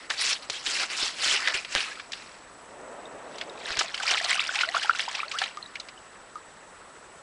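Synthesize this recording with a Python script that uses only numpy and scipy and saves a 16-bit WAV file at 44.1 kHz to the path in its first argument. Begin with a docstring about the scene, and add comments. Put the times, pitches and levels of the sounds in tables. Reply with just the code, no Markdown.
"""A dog digs on a beach, with distant surf all the way through.
First its front paws rake wet sand in quick, squelching strokes: grains snap and tiny water pockets burst.
In the pause that follows, a small wave washes by.
Then the paws churn a shallow puddle: water slaps, and trapped air bubbles ring and rise in pitch.
At the end, the last drops fall back."""
import sys
import numpy as np
from scipy import signal
from scipy.io import wavfile
from scipy.ndimage import uniform_filter1d

SR = 44100
rng = np.random.default_rng(int(sys.argv[2]) if len(sys.argv) > 2 else 0)


def dump(signal):
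    """Clip the signal to [-1, 1] and save it as 16-bit WAV at the path in sys.argv[1]."""
    limited = np.clip(np.atleast_2d(signal).T, -1, 1)
    pcm = np.round(limited * 32767).astype(np.int16)
    wavfile.write(sys.argv[1], SR, pcm)


N = 318402
TIME = np.arange(N) / SR

# Claws drawn through wet sand. Each row: time of full pressure in seconds, hold in seconds,
# relative level in dB, fade-in and fade-out in seconds, pitch of the hollow under the paw in Hz.
PAW_STROKES = [(0.0, 0.066, -51.5, .05, 0.024, 2020), (0.1, 0.027, -36.5, 0.0061, .11, 2400),
               (0.2, 0.13, -25, 0.044, 0.053, 3900), (0.43, .015, -44.5, 0.059, 0.045, 2700),
               (0.531, 0.023, -35.5, 0.054, 0.18, 3250), (0.662, 0.13, -29, 0.032, 0.12, 3380),
               (0.805, 0.034, -30, 0.044, 0.035, 2210), (0.904, 0.021, -34, 0.022, 0.18, 2400),
               (0.989, 0.076, -26.5, 0.056, 0.088, 3660), (1.239, 0.12, -24.5, 0.088, 0.06, 3180),
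               (1.415, 0.098, -35, 0.29, 0.059, 1960), (1.542, 0.0075, -26.5, 0.0076, 0.087, 2560),
               (1.751, 0.028, -29.5, 0.073, 0.21, 2650), (2.135, 0.059, -47, 0.014, 0.33, 2700)]

def paw_strokes():
    """How hard the paws press, and the pitch of the hollow, which sinks as each stroke digs in."""
    sink_octaves_per_s = 0.9
    power, octaves = 0, 0
    for s, hold_s, level_db, attack_s, release_s, hz in PAW_STROKES:
        stroke_power = (from_db(level_db) * swell(s, hold_s, attack_s, release_s)) ** 2
        digging_s = np.clip(TIME - s, 0, hold_s + release_s / 2)
        power += stroke_power
        octaves += stroke_power * (np.log2(hz) - sink_octaves_per_s * digging_s)
    return np.sqrt(power), 2 ** (octaves / power)

# The tone of wet sand. Each row: frequency in Hz, relative level in dB.
SAND_TONE = [(120, -52), (200, -19.5), (425, -12.5), (570, -12.5), (661, 3), (963, -12.5), (1290, -2.5),
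             (1550, -2), (2410, -4), (2740, -9.5), (5280, -2.5), (10000, -18), (13000, -49), (22000, -120)]

def raking():
    """Sand grains snap past the claws and ring the hollow under the paw; tiny water pockets burst."""
    pressure, hollow_hz = paw_strokes()
    wetness = from_db(15 * np.log2(2255 / hollow_hz))   # a deeper hollow is wetter: 15 dB per octave
    grit = coloured(lambda: grains(per_s=5000, spread_db=2), SAND_TONE, patchy_db=3.5)
    hollow = moving_resonance(grit, hollow_hz, width_hz=450)
    squelch = bubble_cloud(SAND_TONE, 1100, 5500, cycles=16, rise=.15, spread_db=3, count=4500)
    sand = grit + from_db(-11) * hollow + from_db(-3.5) * squelch
    catch_and_slip = from_db(drift(220))
    return from_db(-2) * catch_and_slip * shape_halves(sand, dull=wetness * pressure, bright=pressure)

# How hard the puddle is stirred. Each row: time in seconds, relative level in dB.
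STIRRING = [(3.2, -73), (3.35, -51), (3.56, -57.5), (3.67, -35.5), (3.92, -43.5), (4.02, -37.5),
            (4.19, -33.5), (4.66, -38), (4.715, -42.5), (4.76, -35), (4.88, -38), (5.21, -39.5),
            (5.27, -48), (5.46, -37.5), (5.52, -52.5), (5.85, -61), (6.1, -73)]

def stirring_db(s):
    """How hard the paws stir the water at time s."""
    return np.interp(s, *np.transpose(STIRRING), left=-120, right=-120)

# A paw plunges in. Each row: time of full strength in seconds, hold in seconds, relative level in dB.
PAW_PLUNGES = [(3.703, 0.0037, -38), (3.796, .018, -29), (4.085, 0.064, -27), (4.306, 0.013, -24.5),
               (4.546, 0.0093, -34), (4.611, 0.0074, -31.5), (4.75, 0.023, -37), (4.83, 0.012, -48),
               (4.997, 0.0065, -37.5), (5.142, .01, -37.5), (5.336, 0.0059, -40), (5.417, 0.01, -33.5)]

def sloshing():
    """Strength of the slosh: the stirring plus a surge for every plunge."""
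    surge_power = sum((from_db(level_db) * swell(s, hold_s, attack_s=.035, release_s=.069)) ** 2
                      for s, hold_s, level_db in PAW_PLUNGES)
    return np.sqrt(from_db(stirring_db(TIME)) ** 2 + surge_power)

# The tone of splashing water. Each row: frequency in Hz, relative level in dB.
WATER_TONE = [(180, -53), (300, -44), (473, -9), (779, 4.5), (1040, -24.5), (1210, 8.5), (1340, 6.5),
              (2270, 0.5), (3530, 2), (4940, 0.5), (10000, -16), (13000, -52), (22000, -120)]

def churning():
    """Stirred water: brief ringing droplets and longer bubbles over a patchy spray, coming in gulps."""
    slosh = sloshing()
    thinning_db = np.maximum(TIME - 3.03, 0)   # spray thins by 1 dB a second as the water turns muddy
    treble_flicker_db = 2 * drift(61)   # the treble flickers quickly and at random
    brightness = from_db(2.5 - thinning_db + treble_flicker_db)
    spray = coloured(lambda: grains(per_s=5000, spread_db=3.3), WATER_TONE, patchy_db=4)
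    droplets = bubble_cloud(WATER_TONE, 1800, 9000, cycles=18, rise=.15, spread_db=4.3, count=4200)
    bubbles = bubble_cloud(WATER_TONE, 627, 2500, cycles=16, rise=.17, spread_db=6.5, count=2200)
    water = spray + from_db(1) * droplets + from_db(-2) * bubbles
    gulps = from_db(1.8 * drift(90))
    return from_db(-3.5) * gulps * shape_halves(water, dull=slosh, bright=brightness * slosh)

# Paws, clods and water slap down. Each row: start in seconds, relative level in dB, pitch in Hz.
WET_SLAPS = [(0.104, -11.5, 1830), (0.108, -23, 1800), (0.499, -13.5, 4250), (0.662, -12.5, 2880),
             (1.467, -25, 1880), (1.473, -7, 1980), (1.543, -20.5, 2360), (1.647, -19.5, 2340),
             (1.759, -11.5, 1800), (1.803, -13, 2520), (1.997, -21.5, 1900), (2.119, -20, 3800),
             (2.131, -17, 2920), (3.382, -25, 3740), (3.411, -17, 2350), (3.703, -17.5, 1540),
             (3.769, -16, 1800), (3.79, -7, 4660), (3.808, -10, 800), (3.943, -14.5, 2720),
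             (3.978, -22, 2710), (4.092, -17, 3430), (4.143, -16, 1100), (4.243, -11.5, 3700),
             (4.308, -12.5, 2120), (4.555, -11, 2560), (4.588, -17, 2700), (4.608, -7.5, 2470),
             (4.748, -15, 1480), (4.829, -12.5, 3000), (4.992, -10.5, 2150), (5.149, -15, 2770),
             (5.314, -15.5, 2670), (5.386, -11.5, 3500), (5.416, -12.5, 1670), (5.437, -15, 2720),
             (5.754, -22, 2530), (5.798, -23, 3960), (5.885, -26, 2350)]

def slaps():
    """Each slap is a short scatter of droplets, coloured by the pocket of air under the paw."""
    out, t = np.zeros(N), np.arange(SR // 6) / SR
    envelope = strike(t, attack_s=.0011, ring_s=.043)
    for s, level_db, hz in WET_SLAPS:
        droplets = rng.standard_normal(len(t)) * from_db(3.5 * rng.standard_normal(len(t)))
        pocket = rms_one(band(droplets, hz / 1.29, hz * 1.306, order=3))
        spatter = rms_one(band(droplets, hz / 2, hz + 2600, order=3))
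        slap = rms_one(envelope * (pocket + from_db(5.5) * spatter)) * envelope.std()
        add(out, s, from_db(level_db - 7) * slap)
    return out

# Claws and drops strike sharply. Each row: start in seconds, relative level in dB.
SHARP_TICKS = [(0.103, -14.5), (0.499, -17.5), (0.801, -27), (1.485, -14.5), (1.751, -9), (3.771, -17.5),
               (4.113, -12.5), (5.193, -33), (5.438, -25), (5.572, -29), (6.356, -39)]

def ticks():
    """A hard contact is one click that the wet ground damps at once."""
    out = np.zeros(N)
    click = band(signal.unit_impulse(SR // 100), 500, 5800, order=3)
    for s, level_db in SHARP_TICKS:
        add(out, s, from_db(level_db + 5.5) * click / np.abs(click).max())
    return out

# Large air bubbles trapped by paws and drops. Each row: start in seconds, pitch in Hz,
# level in dB, pitch rise while it rings (0.1 means a tenth higher).
BIG_BUBBLES = [(1.311, 2920, -17, 0.93), (1.473, 2025, -17, 0.083), (1.878, 1270, -34, 0.15),
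               (1.915, 1640, -31.5, 0.14), (1.972, 1290, -40, .1), (3.055, 3630, -38.5, 0.061),
               (3.412, 3440, -28.5, .05), (3.497, 3720, -37, .05), (3.704, 1450, -33, .1),
               (3.943, 2830, -26.5, .15), (4.001, 1505, -22.5, 0.091), (4.211, 680, -29, 0.25),
               (4.246, 683, -28, 0.19), (4.344, 2530, -19, .7), (4.394, 2230, -13, 1.9),
               (4.417, 2300, -23, .05), (4.492, 1474, -18.5, 0.054), (4.589, 2340, -17.5, 1.1),
               (4.634, 1386, -13.5, 0.28), (4.688, 1900, -21.5, .08), (4.746, 1080, -17, 0.33),
               (4.749, 648, -25, 0.48), (4.766, 1380, -13.5, .05), (4.846, 840, -25.5, .06),
               (4.895, 1373, -6.5, 0.021), (4.949, 1420, -24.5, .09), (5.003, 2950, -18.5, 1),
               (5.079, 815, -23.5, 1.4), (5.192, 1165, -27, .05), (5.202, 2300, -19.5, 0.47),
               (5.231, 1180, -22, 0.56), (5.282, 4170, -27.5, 0.22), (5.416, 744, -23.5, 0.21),
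               (5.417, 1690, -25, .05), (5.572, 1188, -28.5, 0.16), (5.627, 4100, -28, .06),
               (5.66, 3800, -34.5, .12), (5.756, 2060, -28.5, 1.2), (5.8, 3650, -29.5, 0.94),
               (5.976, 2970, -42, .05), (6.356, 1230, -29.5, 0.039)]

def plops():
    """Bubbles heard one by one. They ring longer in calm water, and each sheds a weaker one."""
    out = np.zeros(N)
    calm_db, stirred_db = -59, -47
    strays = stray_bubbles(from_s=4, to_s=5, low_hz=1194, high_hz=3600, count=24)
    for s, hz, level_db, rise in list(BIG_BUBBLES) + strays:
        cycles = np.interp(stirring_db(s), [calm_db, stirred_db], [79, 30.3])
        ring_s = cycles / hz
        add(out, s, from_db(level_db) * bubble(hz, ring_s, rise))
        shed_hz = hz * 2 ** (.14 * rng.standard_normal())
        add(out, s + .014, from_db(level_db - 14) * bubble(shed_hz, ring_s, rise=.38))
    return band(out, 520, 11000)

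def stray_bubbles(from_s, to_s, low_hz, high_hz, count):
    """The stirring traps lesser bubbles at random; gives rows like those of BIG_BUBBLES."""
    when, pitch, softness, lift = rng.random((count, 4)).T
    s = from_s + (to_s - from_s) * (np.arange(count) + when) / count
    hz = low_hz * (high_hz / low_hz) ** pitch
    level_db = stirring_db(s) + 8.5 - 2 * (2 * softness - 1)
    return list(zip(s, hz, level_db, .42 * lift))

def bubble(hz, ring_s, rise):
    """A bubble rings and dies away, its pitch climbing as it nears the surface."""
    t = np.arange(int(max(ring_s, .002) * SR)) / SR
    envelope = strike(t, attack_s=.00081, ring_s=ring_s)
    return envelope / envelope.max() * np.sin(2 * np.pi * hz * t * (1 + rise * t / ring_s / 2))

def bubble_cloud(tone, low_hz, high_hz, cycles, rise, spread_db, count):
    """Small bubbles born at random, each ringing for half to twice the given number of cycles."""
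    out = np.zeros(N)
    for when, pitch, softness, length, lift in rng.random((count, 5)):
        hz = low_hz * (high_hz / low_hz) ** pitch
        level_db = at_hz(tone, hz) - spread_db * np.log(max(softness, .03))
        ring_s = cycles * 2 ** (2 * length - 1) / hz
        add(out, when * N / SR, hz * from_db(level_db) * bubble(hz, ring_s, rise * lift))
    return rms_one(out)

# Holes in the water behind a lifted paw. Each row: start in seconds, starting pitch in Hz, level in dB.
CLOSING_HOLES = [(4.562, 780, -39), (4.676, 627, -35.5), (5.255, 558, -47), (5.342, 1128, -30.5)]

def gurgles():
    """A closing hole keeps ringing while it shrinks, so its pitch climbs ever faster."""
    out = np.zeros(N)
    for s, hz, level_db in CLOSING_HOLES:
        shrink_per_s = 9 * hz / 1000
        relative_size = np.clip(1 - shrink_per_s * (TIME - s), .4, 1)
        ring = np.sin(2 * np.pi * np.cumsum(hz / relative_size) / SR)
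        out += from_db(level_db) * swell(s, hold_s=.016, attack_s=.008, release_s=.052) * ring
    return out

# Paws land on firm sand. Each row: start in seconds, relative level in dB.
PAW_LANDINGS = [(0.49, -36.5), (0.673, -36), (1.025, -34), (1.258, -37), (1.318, -42), (1.546, -33),
                (1.753, -27.5), (3.705, -34), (3.774, -31.5), (4.11, -39)]
# The tone of a landing. Each row: frequency in Hz, relative level in dB.
THUD_TONE = [(25, 5.5), (50, -21), (100, -9.5), (250, -12.5), (500, 1), (1000, -46)]

def thuds():
    """The dog's weight gives the packed sand a dull push."""
    push, t = np.zeros(N), np.arange(SR // 4) / SR
    for s, level_db in PAW_LANDINGS:
        add(push, s, from_db(level_db - 4.5) * strike(t, attack_s=.0014, ring_s=.094))
    return push * evened(coloured(white, THUD_TONE, patchy_db=1))

def nearby_echoes(x):
    """The ground and the dog's body scatter a faint, short echo."""
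    t = np.arange(SR // 6) / SR
    fade = from_db(-60 * t / .057) * (t > .003)
    tail = band(rng.standard_normal(len(t)), 340, 7500) * fade
    return from_db(-23) * signal.fftconvolve(x, tail / np.linalg.norm(tail))[:N]

# The tones of the near wave and the far surf. Each row: frequency in Hz, relative level in dB.
WAVE_TONE = [(71, -47), (120, -18), (552, 2.5), (964, -5), (1150, -8.5), (2290, -16.5), (3160, -35),
             (3610, -26), (4000, -20), (5200, -60), (8800, -120)]
SURF_TONE = [(15, -39), (25, -6), (112, -8.5), (267, -4.5), (545, -1), (588, -1), (668, -4), (740, 0.5),
             (954, -4), (1330, 1.5), (2160, -10), (3870, -15), (6440, -17), (7900, -13.5), (11000, -26),
             (14300, -66), (22000, -120)]

def sea():
    """Steady distant surf, and one soft wave that runs up the sand."""
    surf = from_db(-49.5) * coloured(white, SURF_TONE, patchy_db=1.9)
    run_up = from_db(-44) * swell(2.847, hold_s=.75, attack_s=.41, release_s=.45)
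    return surf + run_up * coloured(white, WAVE_TONE, patchy_db=0)

def from_db(db):
    """Turn decibels into a number to multiply by."""
    return 10 ** (np.asarray(db) / 20)

def rms_one(x):
    """Scale a sound to an average power of 1."""
    return x / np.sqrt(np.mean(x ** 2) + 1e-20)

def evened(x):
    """Hold the power near 1 over every short stretch; the fine grain stays."""
    return x / np.sqrt(np.abs(uniform_filter1d(x ** 2, size=SR // 25)) + 1e-12)

def at_hz(tone, hz):
    """Read a tone table's level in dB at any frequency."""
    frequencies, db = np.transpose(tone)
    return np.interp(np.log(hz), np.log(frequencies), db)

def band(x, low_hz, high_hz, order=2):
    """Keep the sound between two frequencies."""
    sos = signal.butter(order, [low_hz, min(high_hz, .45 * SR)], "band", fs=SR, output="sos")
    return signal.sosfilt(sos, x + 1e-18)

def add(track, s, sound):
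    """Mix a short sound in at time s."""
    at = max(int(s * SR), 0)
    track[at:at + len(sound)] += sound[:max(N - at, 0)]

def strike(t, attack_s, ring_s):
    """A quick rise, and a fade that loses 60 dB in ring_s."""
    return (1 - np.exp(-t / attack_s)) * from_db(-60 * t / ring_s)

def swell(s, hold_s, attack_s, release_s):
    """Fade in up to time s, hold, fade out; attack and release are the times for 20 dB."""
    fade = np.maximum(s - TIME, 0) / attack_s + np.maximum(TIME - s - hold_s, 0) / release_s
    return from_db(-20 * np.minimum(fade, 10))

def white():
    """Smooth hiss."""
    return rng.standard_normal(N)

def drift(per_s):
    """A random wander of about 1 either way, with per_s new values a second."""
    return np.interp(TIME * per_s, np.arange(N), white())

def grains(per_s, spread_db):
    """Random clicks, many small and a few large."""
    sizes = from_db(spread_db * np.minimum(rng.exponential(1, N), 5)) * rng.choice([-1, 1], N)
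    return rms_one(sizes * (rng.random(N) < per_s / SR))

def coloured(source, tone, patchy_db):
    """Give a noise a tone in half-octave bands, each wavering on its own by about patchy_db."""
    out, noises = 0, [source(), source()]
    edges_hz = 22 * 2 ** np.arange(0, 9.1, .5)
    for k, (low, high) in enumerate(zip(edges_hz, edges_hz[1:])):
        if high > tone[0][0] and low < tone[-1][0]:
            gain = from_db(at_hz(tone, np.sqrt(low * high)) + patchy_db * drift(70))
            out += gain * band(noises[k % 2], low, high, order=3)
    return rms_one(out)

def shape_halves(x, dull, bright):
    """Give the parts below and above 2700 Hz their own loudness curves."""
    low = signal.sosfilt(signal.butter(4, 2700, "low", fs=SR, output="sos"), x)
    high = signal.sosfilt(signal.butter(4, 2700, "high", fs=SR, output="sos"), x)
    return dull * evened(low) + bright * evened(high)

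def moving_resonance(x, hz, width_hz):
    """Make a sound ring at a pitch that follows a curve."""
    turn = np.exp(2j * np.pi * np.cumsum(hz) / SR)
    feedback = np.exp(-np.pi * width_hz / SR)
    return rms_one((turn * signal.lfilter([1], [1, -feedback], x / turn)).real)

def scene():
    """Nearly mono; a faint, smeared copy of the treble differs between left and right."""
    digging = raking() + churning() + slaps() + ticks() + plops() + gurgles() + thuds()
    mid = digging + nearby_echoes(digging) + sea()
    side = from_db(-2) * band(nearby_echoes(mid), 7500, 8000, order=1)
    return np.array([mid + side, mid - side])

def record(dry):
    """A thin, faint whine sits in a narrow hiss; the treble steps down steeply, and higher up is cut."""
    whine_hz, step_hz, cutoff_hz = 7867, 10100, 12000
    wavering_hz = whine_hz + 6 * drift(30)
    whistle = rms_one(np.sin(2 * np.pi * np.cumsum(wavering_hz) / SR))
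    hiss = rms_one(band(white(), whine_hz - 180, whine_hz + 180))
    whine = from_db(-64) * whistle + from_db(-63.5) * hiss
    below_step = signal.sosfilt(signal.ellip(8, .3, 70, step_hz, fs=SR, output="sos"), dry + whine)
    stepped = below_step + from_db(-21.5) * dry
    return signal.sosfilt(signal.ellip(8, .3, 70, cutoff_hz, fs=SR, output="sos"), stepped)

dry = scene()
out = record(dry)
dump(out)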